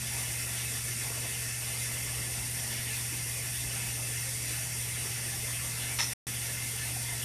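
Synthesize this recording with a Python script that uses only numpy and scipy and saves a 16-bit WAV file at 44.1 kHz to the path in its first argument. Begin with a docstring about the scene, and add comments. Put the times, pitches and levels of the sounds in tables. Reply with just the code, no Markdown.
"""In a workshop a bench torch burns with a bright steady hiss; an extractor fan hums and rumbles behind it.
The torch is noise in three layers (low flutter, mid roar, hiss), the fan is sine tones over low noise.
Now and then the flame swells briefly or gives a soft dull pop, a decaying sine.
Near six seconds a puff of air spits out in spurts of noise; just after, the sound drops out for about 0.13 s.
One microphone feeds both channels."""
import sys
import numpy as np
from scipy import signal
from scipy.fft import rfft, irfft, next_fast_len
from scipy.io import wavfile

SR = 44100
rng = np.random.default_rng(int(sys.argv[2]) if len(sys.argv) > 2 else 0)


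def voltage_ratio(level):
    """Linear amplitude factor for a level in decibels (scalar or array-like)."""
    return 10 ** (np.asarray(level, float) / 20)


def bounce(signal):
    """Save signal as a 16-bit WAV file at the path given by the first command-line argument."""
    frames = np.transpose(np.atleast_2d(signal))
    limited = np.clip(frames, -1, 1)
    pcm = np.round(limited * 32767).astype(np.int16)
    wavfile.write(sys.argv[1], SR, pcm)


N = 319284  # length in samples


def rms_one(x):
    """Scale to rms 1."""
    return x / np.sqrt(np.mean(x ** 2) + 1e-20)


def drift(rate_hz):
    """Slow chance wander of spread 1: noise at a fortieth of SR, twice through a one-pole low-pass at rate_hz."""
    pole = np.exp(-80 * np.pi * rate_hz / SR)
    coarse = rng.standard_normal(N // 40 + 4002)
    slow = signal.lfilter([1], [1, -2 * pole, pole * pole], coarse)[4000:]  # the run-in is left off
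    return np.interp(np.arange(N) / 40, np.arange(len(slow)), rms_one(slow - slow.mean()))


def coloured_noise(spectrum=((20, -90), (20000, -90)), peaks=(), patchy_db=0, rate_hz=8, count=8):
    """Noise of rms 1 with a smooth spectrum plus resonances; neighbouring bands flicker each in their own way."""
    # narrow cancellations by nearby echoes: centre_hz, width_hz, dip_db
    echo_dips = [(2340, 63, -3), (2840, 48, -2), (3140, 94, -8), (3850, 42, -3), (4270, 44, -5),
                 (4370, 36, -5), (6320, 48, -2), (10920, 72, -2), (13200, 86, -5)]
    size = next_fast_len(N)
    hz = np.maximum(np.fft.rfftfreq(size, 1 / SR), 1)
    corner_hz, corner_db = np.transpose(spectrum)
    power = voltage_ratio(2 * np.interp(np.log(hz), np.log(corner_hz), corner_db, -90, -90))
    for centre_hz, width_hz, top_db in peaks:
        power = power + voltage_ratio(2 * top_db) / (1 + (2 * (hz - centre_hz) / width_hz) ** 2) ** 2
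    for centre_hz, width_hz, dip_db in echo_dips:
        power = power * voltage_ratio(2 * dip_db / (1 + (2 * (hz - centre_hz) / width_hz) ** 2))
    noise = rfft(rng.standard_normal(size)) * np.sqrt(power)

    place = count * np.cumsum(power) / np.sum(power)  # overlapping bands, spaced by equal power
    total = np.zeros(N)
    for k in range(count + 1):
        band = irfft(noise * np.clip(1 - np.abs(place - k), 0, 1), size)[:N]
        total += band * voltage_ratio(patchy_db * drift(rate_hz))
    return rms_one(total)


def torch():
    """Turbulent jet: the flame tip flaps in low lumps, the mid roar wanders, the bright hiss is smoother."""
    # flapping of the flame tip: freq_hz, density_db (relative, per Hz)
    flutter_spectrum = [(170, -8), (260, -1), (450, -3.5), (760, -3), (950, -4.5), (1250, -7.5),
                        (1500, -18.5), (1900, -33)]
    # jet noise between the resonances: freq_hz, density_db (relative, per Hz)
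    roar_spectrum = [(1100, -40), (1350, -12), (1650, -14), (1750, -6), (2300, -8), (2700, -11),
                     (3100, -11), (3600, -12), (4300, -20), (4500, -30)]
    hiss_spectrum = [(4200, -42), (4450, -13), (5250, -13), (5400, -9), (6300, -11), (8400, -9), (9100, -5),
                     (10500, -12), (10900, -13), (12600, -12), (12850, -17), (13250, -14), (13500, -13),
                     (14000, -14)]
    # resonances of nozzle, bench and room: centre_hz, width_hz, density_db (relative, per Hz)
    roar_peaks = [(1440, 54, -11), (1590, 100, -14), (1750, 45, -5), (1900, 45, -5), (1960, 30, -6),
                  (2070, 104, -1), (2250, 54, -10), (2370, 47, -7), (2630, 325, -4), (2750, 38, -6),
                  (2940, 70, -6), (3180, 192, -6), (3410, 72, -9), (3520, 163, -8), (3690, 67, -12),
                  (3900, 50, -10), (4020, 165, -12), (4200, 111, -12), (4350, 125, -13)]
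    hiss_peaks = [(4580, 341, -13), (4870, 69, -10), (5060, 184, -15), (5340, 46, -7), (5410, 48, -8),
                  (5530, 88, -5), (5750, 70, -5), (5890, 100, -7), (6040, 125, -6), (6530, 125, -10),
                  (6920, 100, -11), (7290, 36, -9), (7680, 36, -12), (7930, 61, -7), (8090, 45, -10),
                  (8750, 200, -4), (9060, 241, -2), (9310, 42, -4), (9390, 42, -2), (9640, 200, -6),
                  (9960, 44, -5), (10170, 47, -7), (10420, 201, -7), (10620, 130, -4), (11000, 90, -9),
                  (11150, 150, -9), (11300, 100, -8), (11540, 200, -10), (11980, 54, -14), (12390, 149, -9),
                  (13540, 56, -16), (13890, 184, -13)]
    # brief swells of the flame: centre_s, length_s, flutter_gain_db, roar_gain_db
    swells = [(.21, .08, .5, 2), (1.2, .15, 3.5, 0), (4.52, .04, 0, 2.5), (4.95, .2, .5, 1.2),
              (5.83, .05, 0, 3), (5.92, .04, 4, 0)]
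    wander_hz = 2.5

    gust = drift(7.6)  # shared by roar and hiss
    flutter_db = -51.5 + 0.8 * drift(wander_hz) + 1.2 * drift(20.0)
    roar_db = -43.1 + 0.4 * drift(wander_hz) + 0.32 * gust
    hiss_db = -36.5 + 0.25 * drift(wander_hz) + 0.34 * gust
    for centre_s, length_s, flutter_gain_db, roar_gain_db in swells:
        swell = np.exp(-((np.arange(N) / SR - centre_s) / length_s) ** 2)
        flutter_db = flutter_db + flutter_gain_db * swell
        roar_db = roar_db + roar_gain_db * swell

    flutter = voltage_ratio(flutter_db) * coloured_noise(flutter_spectrum, patchy_db=2.5, rate_hz=12.4, count=10)
    roar = voltage_ratio(roar_db) * coloured_noise(roar_spectrum, roar_peaks, patchy_db=2.4, rate_hz=10.2, count=12)
    hiss = voltage_ratio(hiss_db) * coloured_noise(hiss_spectrum, hiss_peaks, patchy_db=0.86, rate_hz=12.0, count=12)
    return flutter + roar + hiss


def flame_pops():
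    """Soft dull pops of the flame: each is a sine that swells quickly and dies away."""
    # pops, levels ahead of the room: start_s, peak_db, pitch_hz
    pops = [(1.102, -41, 455), (1.159, -47, 444), (2.129, -44.5, 775), (3.123, -41, 301), (5.427, -41, 430),
            (6.734, -41.5, 449), (6.962, -38, 750), (7.128, -43, 684)]
    t = np.arange(N) / SR
    out = np.zeros(N)
    for start_s, peak_db, pitch_hz in pops:
        age = np.maximum(t - start_s, 0) / 0.0041  # in units of the 4.1 ms rise
        out += voltage_ratio(peak_db) * age * np.exp(1 - age) * np.sin(2 * np.pi * pitch_hz * t)
    return out


def puff():
    """A burst of air in spurts, then a leak: a low spit and a narrow whistling hiss, both sputtering."""
    # spurts, levels ahead of sputter and room: start_s, length_s, spit_db, whistle_db
    spurts = [(5.989, .013, -30, -32), (6.0045, .0035, -30, -29.5), (6.0125, .023, -39, -30.5),
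              (6.041, .005, -45, -33)]
    # what the puff sounds through: centre_hz, width_hz, density_db (relative, per Hz)
    spit_peaks = [(955, 150, -1.5), (1240, 180, -2.5), (1860, 130, 1), (2090, 570, -3), (2600, 440, -3),
                  (3570, 2000, -7), (7000, 3500, -15)]
    whistle_peaks = [(4420, 300, -12), (5320, 200, 0), (5540, 300, -4.5), (5900, 250, -2),
                     (6500, 1500, -16)]

    # from the last spurt on, the air leaks away slowly
    leak = spurt(spurts[-1][0], spurts[-1][1], fall_db_per_ms=0.25)
    spit, whistle = voltage_ratio(-48) * leak, voltage_ratio(-38) * leak
    for start_s, length_s, spit_db, whistle_db in spurts:
        gain = spurt(start_s, length_s, fall_db_per_ms=6.0)
        spit = np.maximum(spit, voltage_ratio(spit_db) * gain)
        whistle = np.maximum(whistle, voltage_ratio(whistle_db) * gain)
    low = spit * voltage_ratio(2.0 * drift(150.0)) * coloured_noise(peaks=spit_peaks, count=1)
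    high = whistle * voltage_ratio(2.5 * drift(120.0)) * coloured_noise(peaks=whistle_peaks, count=1)
    return low + high


def spurt(start_s, length_s, fall_db_per_ms):
    """Gain that rises by 5 dB per ms up to start_s, holds at 1 for length_s and falls."""
    ms = (np.arange(N) / SR - start_s) * 1000
    held_ms = length_s * 1000
    return voltage_ratio(np.clip(np.minimum(5.0 * ms, fall_db_per_ms * (held_ms - ms)), -200, 0))


def fan():
    """Magnetic hum at multiples of the mains, blade tones at multiples of the shaft, their sums, and air rumble."""
    # moving air: freq_hz, density_db (relative, per Hz)
    rumble_spectrum = [(20, -12), (45, 2), (58, -2.5), (100, 3), (160, 0.5), (200, -4.5), (300, -16.5),
                       (450, -25.5)]
    # motor tones: mains_multiple, shaft_multiple (no units)
    tones = [(1, 0), (0, 4), (2, -1), (2, 0), (2, 1), (0, 8), (2, 2), (3, 0), (0, 12), (4, 0), (4, 2),
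             (6, 0), (0, 20), (6, 1), (0, 24), (0, 25), (8, 0)]
    # one row for each tone: rms_db, waver_db
    tone_levels = [(-59, 4.5), (-53, 0.5), (-57, 0.5), (-41.5, 0.63), (-62, 3.5), (-75, 1), (-61, 3),
                   (-73, 2), (-62.5, 4), (-64.5, 1), (-78, 6), (-79, 4), (-71, 1), (-72, -4.5),
                   (-68.5, 1.5), (-74.5, 3.5), (-76, 1)]
    mains_hz, shaft_hz = 59.97, 18.335
    t = np.arange(N) / SR
    out = voltage_ratio(-53.5) * coloured_noise(rumble_spectrum, patchy_db=3.0, rate_hz=5.3, count=4)
    for (mains, shaft), (rms_db, waver_db) in zip(tones, tone_levels):
        pitch_hz = mains * mains_hz + shaft * shaft_hz
        phase = 2 * np.pi * (pitch_hz * t + rng.random())
        level = np.sqrt(2) * voltage_ratio(rms_db + waver_db * drift(3.4))
        out += level * np.sin(phase + 0.19 * waver_db * drift(1.5))  # the phase wavers too
    return out


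def workshop(x, room_db):
    """A dense tail of echoes: it roughens the spectrum with fine ripples and lets bursts die away."""
    t60_s = 0.2
    t = np.arange(SR // 2) / SR
    tail = rng.standard_normal(len(t)) * voltage_ratio(-60 * t / t60_s) * (t > .004)
    tail = tail / np.sqrt(np.sum(tail ** 2))
    wet = x + voltage_ratio(room_db) * signal.fftconvolve(x, tail)[:N]
    return wet / np.sqrt(1 + voltage_ratio(2 * room_db))  # steady noise keeps its level


def scene():
    """All sources reach one microphone; the long fan waves fill the room evenly, so they get no echo tail."""
    near = workshop(torch() + puff() + flame_pops(), room_db=-8.5)
    return np.tile(near + fan(), (2, 1))


def top_cut(x):
    """Nothing passes above the cut-off."""
    return signal.sosfilt(signal.butter(12, 14980, fs=SR, output="sos"), x)


def record(dry):
    """The top is cut steeply at 13.92 kHz, then the sound drops out briefly."""
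    silent_from_s, silent_to_s = 6.1365, 6.268
    fade_out_s, fade_in_s = 0.0056, 0.0006
    t = np.arange(N) / SR
    low_pass = signal.ellip(16, .5, 90, 13920, fs=SR, output="sos")
    cut = signal.sosfilt(low_pass, dry)
    passing = np.maximum((silent_from_s - t) / fade_out_s, (t - silent_to_s) / fade_in_s)
    return top_cut(cut * np.clip(passing, 0, 1))


dry = scene()
out = record(dry)
bounce(out)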